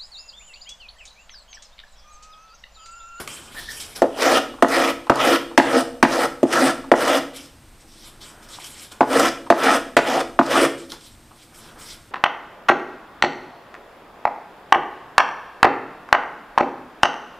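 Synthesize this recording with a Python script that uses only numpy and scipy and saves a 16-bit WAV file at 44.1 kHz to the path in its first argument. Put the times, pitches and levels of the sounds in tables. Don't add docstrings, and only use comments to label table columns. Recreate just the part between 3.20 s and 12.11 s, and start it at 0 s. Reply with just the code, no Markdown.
import sys
import numpy as np
from scipy import signal
from scipy.fft import rfft, irfft, next_fast_len
from scipy.io import wavfile
from scipy.ndimage import uniform_filter1d, minimum_filter1d, map_coordinates

SR = 44100
rng = np.random.default_rng(int(sys.argv[2]) if len(sys.argv) > 2 else 0)


def dump(signal):
    limited = np.clip(np.atleast_2d(signal).T, -1, 1)
    pcm = np.round(limited * 32767).astype(np.int16)
    wavfile.write(sys.argv[1], SR, pcm)


def elevation(decibels):
    levels = np.asarray(decibels, float)
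    return 10 ** (levels / 20)


N = 392919
SIZE = next_fast_len(N + SR // 4)
HZ = np.maximum(np.arange(SIZE // 2 + 1) * SR / SIZE, 1)
STEP = np.arange(0, N + 32, 32)

# start_s, peak_db, contact_ms, crack_db, thud_db
KNOCKS = [(0.819, 9.5, 1.08, -21, 3), (1.424, 9, 0.59, -13, -5.5), (1.897, 10, 0.72, -18, 0.5),
          (2.377, 12, 0.38, -7, -1), (2.8275, 8.5, 0.42, -7.5, 1), (3.23, 3.5, 1.6, -21, 0.5),
          (3.716, 8, 0.42, -13, -8), (5.807, 7, 0.69, -28, -1.5), (6.302, 5, 0.32, -11.5, -7),
          (6.767, 10.5, 0.35, -8.5, 1), (7.19, 3, 0.44, -26.5, -6)]
# pitch_hz, t60_s, knock_db, drag_db
BODY_MODES = [(143.8, 0.15, -18, -15.5), (234.9, 0.11, -4, -4.5), (276.6, 0.085, -2.5, -1),
              (338.2, 0.16, -4, -4), (427, 0.046, -27, -16.5), (461.5, 0.048, -25.5, 1), (502.3, 0.079, -7, 0),
              (545.6, 0.07, -9.5, -2.5), (658, 0.06, -5.5, 0), (700, 0.069, 4, -6.5), (759, 0.074, -4.5, -8.5),
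              (876, 0.051, 1, -20.5), (979, 0.11, -6.5, -14),
              (1058, 0.016, 7.5, -12.5), (1326, 0.026, 2, 7), (1463, 0.056, -2, -15.5), (1816, 0.0064, 13.5, 9),
         (2020, 0.023, -5.5, -11), (2330, 0.0076, -18.5, -1), (2615, 0.0063, -2, 1),
         (2877, 0.02, -18, -6.5), (3540, 0.0086, -5, -13), (5064, 0.0071, -8.5, -2),
         (6070, 0.0075, -23, -10), (7500, 0.0049, -28, -12)]
BODY = BODY_MODES


def rms_one(x):
    return x / np.sqrt(np.mean(x ** 2) + 1e-20)


def gain_of(db):
    return np.interp(np.arange(N), STEP, elevation(db))


def drift(rate_hz):
    return map_coordinates(rng.standard_normal(2000), [STEP * rate_hz / SR], order=3)


def in_time(rows, on_db_per_s, off_db_per_s):
    start_s, hold_s, level_db, swell_db = np.transpose(rows)[:, :, None]
    t = STEP / SR - start_s
    db = level_db + swell_db * np.clip(t / hold_s, 0, 1)
    db = db + on_db_per_s * np.minimum(t, 0) - off_db_per_s * np.maximum(t - hold_s, 0)
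    return 10 * np.log10(np.sum(elevation(2 * np.maximum(db, -120)), axis=0))


def at_hz(points, hz):
    return np.interp(np.log(hz), np.log(np.array(points)[:, 0]), np.array(points)[:, 1])


def colour(x, spectrum):
    return irfft(rfft(x, SIZE) * elevation(at_hz(spectrum, HZ)), SIZE)[:N]


def cut(x, hz, kind):
    return signal.sosfilt(signal.butter(2, hz, kind, fs=SR, output="sos"), x + 1e-18)


def ring(x, hz, t60_s):
    r, w = elevation(-60 / (t60_s * SR)), 2 * np.pi * hz / SR
    return signal.lfilter([0, np.sin(w)], [1, -2 * r * np.cos(w), r * r], x + 1e-18)


def grains(per_s, spread_db):
    sizes = elevation(spread_db * np.minimum(rng.exponential(1, N), 4)) * rng.choice([-1, 1], N)
    return rms_one(sizes * (rng.random(N) < per_s / SR))


def bright_one(response):
    return response / np.sqrt(np.mean(np.abs(response) ** 2 * (HZ > 2600)))


def patchy(catches, response, gain_db, patchy_db, from_hz):
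    out, octave = 0, np.log2(HZ)
    for k, centre in enumerate(np.arange(np.log2(from_hz), 14.3, 0.5)):
        share = np.cos(np.pi * np.clip(octave - centre, -0.5, 0.5)) ** 2
        flicker_db = patchy_db * (drift(16) + drift(45))
        drive = catches[k % 2] * gain_of(gain_db(2 ** centre) + flicker_db)
        out = out + rfft(drive, SIZE) * share
    return irfft(out * response, SIZE)[:N]


def knocks():
    bounce_s, bounce_db = 0.022, -11
    slap_hz, slap_t60_s, slap_db = 580, 0.025, 7
    thud_hz, thud_t60_s = (430, 700), 0.14
    out, chance = np.zeros(N), rng.standard_normal((len(KNOCKS), len(BODY)))
    noise, t = rng.standard_normal((len(KNOCKS), 2, 6000)), np.arange(6000) / SR
    lag = round(bounce_s * SR)
    for (start_s, db, contact_ms, crack_db, thud_db), vary, (uneven, hiss) in zip(KNOCKS, chance, noise):
        push = np.sin(np.pi * np.clip(t * 1000 / contact_ms, 0, 1))
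        landing = 0.096 * uneven * elevation(-60 * t / 0.015)
        landing[0] = 1
        landing[lag:] += elevation(bounce_db) * landing[:-lag].copy()
        push = np.convolve(push[:200] / push.sum(), landing)[:6000]

        body = elevation(slap_db) * ring(push, slap_hz, slap_t60_s)
        for k, (hz, t60_s, knock_db, _) in enumerate(BODY):
            body += (-1) ** k * elevation(knock_db + 1.57 * vary[k]) * ring(push, hz, 0.64 * t60_s)

        crack = cut(hiss * elevation(-60 * t / 0.039), [1500, 8000], "band")
        rattle = cut(hiss * elevation(-4 - 60 * t / 0.077), [900, 3500], "band")
        blur = uneven[::-1] * (elevation(-60 * t / 0.12) + 0.82 * elevation(-60 * t / 0.028))
        thud = cut(blur, [300, 900 / contact_ms], "band")
        thud = thud + 1.54 * cut(hiss[::-1] * elevation(-60 * t / thud_t60_s), thud_hz, "band")
        at = round(start_s * SR)
        out[at:at + 6000] += elevation(db - 7) * (body + elevation(thud_db) * thud + elevation(crack_db) * (crack + rattle))
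    return cut(cut(out, 190, "high"), 100, "high")


def hand():
    # full_speed_s, hold_s, speed_db, swell_db, creep_db
    strokes = [(1.022, .16, -21, 2.5, -51), (1.527, 0.18, -23.5, 0, -41), (2.01, 0.15, -22.5, 2, -37.5),
               (2.501, 0.11, -27, 2, -37), (2.926, 0.13, -26, 2.5, -37), (3.332, 0.18, -24, 0, -54.5),
               (3.813, 0.17, -27, 6.5, -32.5), (5.936, 0.15, -22, -1, -46),
               (6.421, 0.15, -22.5, -1.5, -47.5), (6.881, 0.13, -28, 1.5, -83.5),
               (7.316, 0.14, -21, 1, -40.5)]
    # weight_db, ring_freedom_db
    grips = [(-3.5, -4), (-6, -2.2), (-4.5, -2.6), (-1, -4), (-4, -3), (-2.1, -2.5), (-4, -3.2),
             (-2.5, -2.5), (-3.5, -1.3), (-2.1, -2.3), (-5, -3)]
    settle_s = 0.045
    creeps = []
    for knock, (start_s, _, _, _, creep_db) in zip(KNOCKS, strokes):
        creep_s = knock[0] + settle_s
        creeps.append((creep_s, start_s - creep_s, creep_db, 0))
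    speed_db = in_time(creeps + [row[:4] for row in strokes], on_db_per_s=336.5, off_db_per_s=1092.5)
    marks_s = [(s - 0.04, s, s + hold_s / 2, s + hold_s, s + hold_s + 0.05) for s, hold_s, *_ in strokes]

    def over_stroke(grip_db, creep_db, arch_db, lift_db):
        shape_db = grip_db[:, None] + [creep_db, 0, arch_db, lift_db, lift_db]
        return np.interp(STEP / SR, np.ravel(marks_s), np.ravel(shape_db))

    weight_db, freedom_db = np.transpose(grips)
    pressure_db = over_stroke(weight_db, creep_db=4.5, arch_db=3, lift_db=-1)
    ring_db = over_stroke(freedom_db, creep_db=-2, arch_db=0, lift_db=-1.5)
    return speed_db, pressure_db, ring_db


def drag():
    # pitch_hz, level_db_per_hz
    grit = [(150, -61.5), (230, -13.5), (600, -7.5), (1900, -11), (2200, -22), (3500, -19), (4100, -24),
            (6800, -29), (9500, -29), (13000, -39.5), (16000, -36)]
    speed_db, pressure_db, ring_db = hand()
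    click = np.arange(SR // 2) == 0
    modes = 0
    for k, (hz, t60_s, _, drag_db) in enumerate(BODY):
        modes = modes + (-1) ** k * elevation(drag_db) * ring(click, hz, t60_s)
    modes = rfft(cut(modes, 220, "high"), SIZE) * elevation(-44.5)
    response = modes * np.sqrt(1 + (elevation(at_hz(grit, HZ)) / np.abs(modes)) ** 2)
    together = gain_of(drift(77))
    shared = grains(per_s=1800, spread_db=4)
    catches = [together * (0.63 * shared + grains(per_s=6000, spread_db=3)) for _ in "ab"]

    def gain_db(hz):
        low = at_hz([(800, 1), (1200, 0)], hz)
        middle = at_hz([(800, 0), (1200, 1), (2200, 1), (3000, 0)], hz)
        return speed_db - 5 + low * pressure_db + middle * ring_db

    return patchy(catches, bright_one(response), gain_db, patchy_db=1.94, from_hz=137.5)


def fingers():
    # start_s, hold_s, level_db, swell_db
    brushes = [(0.002, 0.011, -31, 2), (.078, 0.13, -36.5, -3), (.235, 0.071, -43.5, -4),
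               (.32, 0.076, -41, 9), (.41, 0.08, -43.5, 4), (.49, 0.024, -35.5, 7), (.535, .05, -38, 1),
               (.603, 0.045, -30, -5), (.69, 0.049, -42, -.1), (.762, 0.028, -27.5, -11),
               (4.14, 0.028, -41, 10.5), (4.2, 0.061, -43, 0), (4.605, 0.01255, -53, 2),
               (4.68, .2, -52, 10.5), (5.015, 0.09, -39.5, -4.5), (5.228, 0.022, -44.5, -1),
               (5.29, 0.068, -44, 5), (5.4, 0.063, -39.5, 4), (5.47, .17, -42, 6.5),
               (5.722, 0.027, -32.5, -21), (7.58, .04, -41.5, -1), (7.7, 0.014, -39.5, 4),
               (7.74, 0.032, -46, -17), (7.81, .06, -45.5, 1), (7.88, 0.04, -61, 8.5),
               (8.16, 0.069, -54, 9.5), (8.345, 0.15, -44.5, -1), (8.592, 0.14, -37.5, 0.7)]
    # start_s, hold_s, level_db, swell_db
    palms = [(0.002, 0.012, -33.5, -1), (0.07, 0.26, -46, -5.5), (0.349, 0.084, -42.5, -3.5),
             (0.495, 0.22, -49.5, 1), (0.76, 0.053, -38.5, -7), (4.13, .16, -50, -8),
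             (4.838, 0.17, -53.5, -4), (5.02, 0.21, -51.5, 3), (5.266, 0.2, -47.5, -3),
             (5.466, .2, -54.5, 1.5), (5.718, 0.055, -45.5, -5), (7.721, 0.076, -40.5, -16),
             (8.324, .2, -55, 8), (8.558, 0.24, -46, -7), (8.806, .1, -70, -5)]
    # start_s, hold_s, level_db, swell_db
    squeaks = [
        (0.352, 0.038, -46, 13),
        (0.482, 0.0078, -39, 5),
    ]
    # pitch_hz, level_db_per_hz
    skin_spectrum = [(1400, -22.5), (2300, 1), (2800, -6.5), (3100, 5.5), (3800, -0.5), (4200, -1),
                     (5300, 1), (6500, -4.5), (8500, -1.5), (11000, -8), (16000, -16.5)]
    # pitch_hz, level_db_per_hz
    wood_spectrum = [(120, -9), (300, -4.5), (700, -6.5), (1500, -4.5), (2500, -22), (16000, -53)]
    level_db, dull_db, squeak_db = (in_time(rows, on_db_per_s=1506, off_db_per_s=354)
                                    for rows in (brushes, palms, squeaks))
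    fine = [grains(per_s=5000, spread_db=0.5) for _ in "ab"]
    response = bright_one(elevation(at_hz(skin_spectrum, HZ)))
    skin = patchy(fine, response, lambda hz: level_db - 4.5, patchy_db=3, from_hz=1370)
    dull = rms_one(colour(fine[0], wood_spectrum))
    squeak = rms_one(ring(ring(fine[1], 1800, 0.012), 1760, 0.015))
    return skin + gain_of(dull_db) * dull + gain_of(squeak_db) * squeak


def ticks():
    # start_s, peak_db, pitch_hz, t60_s
    tick_rows = [(0.076, -4, 2330, 0.019), (0.384, -49, 1760, 0.037), (0.762, -12, 4560, 0.03),
                 (0.976, -11, 910, 0.03), (1.031, -10, 1320, 0.028), (1.484, -6, 880, 0.065),
                 (1.584, -1, 1370, 0.03), (1.957, -2, 842, 0.027), (2.051, 3.5, 1300, 0.03),
                 (3.327, 2.5, 1780, 0.099), (3.879, 2.5, 1320, 0.041), (5.444, -13, 5290, 0.034),
                 (5.722, -16, 1330, 0.016), (5.931, 1, 1260, 0.027), (5.996, 9, 1290, 0.058),
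                 (6.436, 0, 1280, 0.11), (7.239, -22, 907, 0.03), (7.264, -8, 4200, 0.02),
                 (7.361, -9, 1260, 0.028), (7.435, -15, 1390, 0.019), (7.703, -14, 3870, 0.02),
                 (7.72, -6, 3670, 0.026), (.077, -6, 1090, .03), (7.73, -14, 893.5, .06)]
    out, t = np.zeros(N), np.arange(3000) / SR
    for (start_s, db, hz, t60_s), hiss in zip(tick_rows, rng.standard_normal((len(tick_rows), 3000))):
        burst = hiss * elevation(-60 * t / t60_s)
        pitched = cut(burst, [hz * 0.82, hz * 1.3], "band") * np.sqrt(4000 / hz)
        wide = 0.5 * cut(burst, [500, 9000], "band")
        at = round(start_s * SR) - 20
        out[at:at + 3000] += elevation(db - 15) * (wide + pitched)
    return out


def taps():
    # start_s, level_db, t60_s
    tap_rows = [(1.338, -33, .08), (1.385, -29.5, 0.05), (1.867, -24.5, .07), (2.31, -32.5, 0.099),
                (3.639, -30, .08), (3.685, -37, 0.043), (5.385, -29, 0.03), (6.264, -25.5, 0.058),
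                (8.108, -40, 0.12)]
    out, t = np.zeros(N), np.arange(5000) / SR
    for (start_s, db, t60_s), hiss in zip(tap_rows, rng.standard_normal((len(tap_rows), 5000))):
        puff = hiss * elevation(-60 * t / t60_s) * np.clip(t / 0.0026, 0, 1)
        dull = cut(puff, [750, 1250], "band")
        bright = 0.062 * cut(puff, [1250, 3500], "band")
        at = round(start_s * SR)
        out[at:at + 5000] += elevation(db + 14.5) * (dull + bright)
    return out


def garage(x):
    # pitch_hz, t60_s
    decay = [(200, 0.78), (400, 0.55), (800, 0.43), (3000, 0.47), (10000, 0.38)]
    tail_db = -9
    t = np.arange(SR) / SR
    white, tail = rng.standard_normal((2, SR)), 0
    for k, hz in enumerate(100 * 2.0 ** np.arange(8)):
        band = cut(white[k % 2], [hz / np.sqrt(2), hz * np.sqrt(2)], "band")
        tail = tail + band * elevation(-60 * t / at_hz(decay, hz)) * np.clip(t / 0.0099, 0, 1)
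    return signal.fftconvolve(x, elevation(tail_db) * tail / np.sqrt(np.sum(tail ** 2)))[:N]


def air():
    # pitch_hz, level_db_per_hz
    floor_spectrum = [(12, -41), (20, 4.5), (40, -7.5), (120, -8), (168, -12), (193, -19), (228, -6),
                      (262, -16.5), (319, -7), (377, -18), (800, -18.5), (7110, -30), (8410, -28.5),
                      (16000, -37.5)]
    # pitch_hz, width_hz, level_db
    whine_band = (8420, 250, -65.5)
    floor_db = -49.5
    white = rng.standard_normal((2, N))
    floor = rms_one(colour(white[0], floor_spectrum))
    rumble = cut(floor, 130, "low")
    hz, width_hz, whine_db = whine_band
    whine = rms_one(cut(white[1], [hz - width_hz / 2, hz + width_hz / 2], "band"))
    unsteady = rumble * (gain_of(2.5 * drift(4)) - 1)
    return elevation(floor_db) * (floor + unsteady) + elevation(whine_db) * whine


def flecks(x):
    # pitch_hz, level_db_per_hz
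    difference_spectrum = [(12, -58.5), (20, -15.5), (319, -4.5), (642, -7), (780, -7.5), (1260, -8),
                           (7950, -11), (13200, -14.5), (16000, -30)]
    fleck_share = 0.05
    loudness = np.sqrt(uniform_filter1d(x ** 2, size=800) + 1e-12) ** 0.46
    noise = rms_one(colour(rng.standard_normal(N), difference_spectrum))
    _, _, cells = signal.stft(loudness * noise, nperseg=1024)
    kept = rng.random(cells.shape) < fleck_share * rng.exponential(1, cells.shape[1])
    return elevation(-35) * signal.istft(cells * kept, nperseg=1024)[1][:N]


def scene():
    knock_room_db = -6
    blows = knocks()
    rubbing = drag() + fingers() + ticks() + taps()
    mono = blows + rubbing + garage(elevation(knock_room_db) * blows + rubbing) + air()
    return np.array([mono, mono])


def band_limit(x):
    return signal.sosfilt(signal.butter(12, 16990, fs=SR, output="sos"), x)


def record(dry):
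    limit_share, limit_from_db, release_db_per_s = 0.48, -1.5, 193
    look_ahead = 600
    over_db = np.maximum(20 * np.log10(np.abs(dry[0]) + 1e-9) - limit_from_db, 0)
    fall_db = release_db_per_s * np.arange(N) / SR
    held_db = np.maximum.accumulate(over_db + fall_db) - fall_db
    ahead_db = -minimum_filter1d(-held_db, size=look_ahead, origin=-look_ahead // 2)
    x = dry * elevation(-limit_share * uniform_filter1d(ahead_db, size=300))
    x = 0.95 * x / (1 + np.abs(x / 0.95) ** 8) ** (1 / 8)
    x = x - cut(x - dry, 50, "low")
    x = x + flecks(x[0]) * [[1], [-1]]
    x = signal.sosfilt(signal.cheby2(10, 60, 16350, fs=SR, output="sos"), x)
    return band_limit(x)


dry = scene()
out = record(dry)
dump(out)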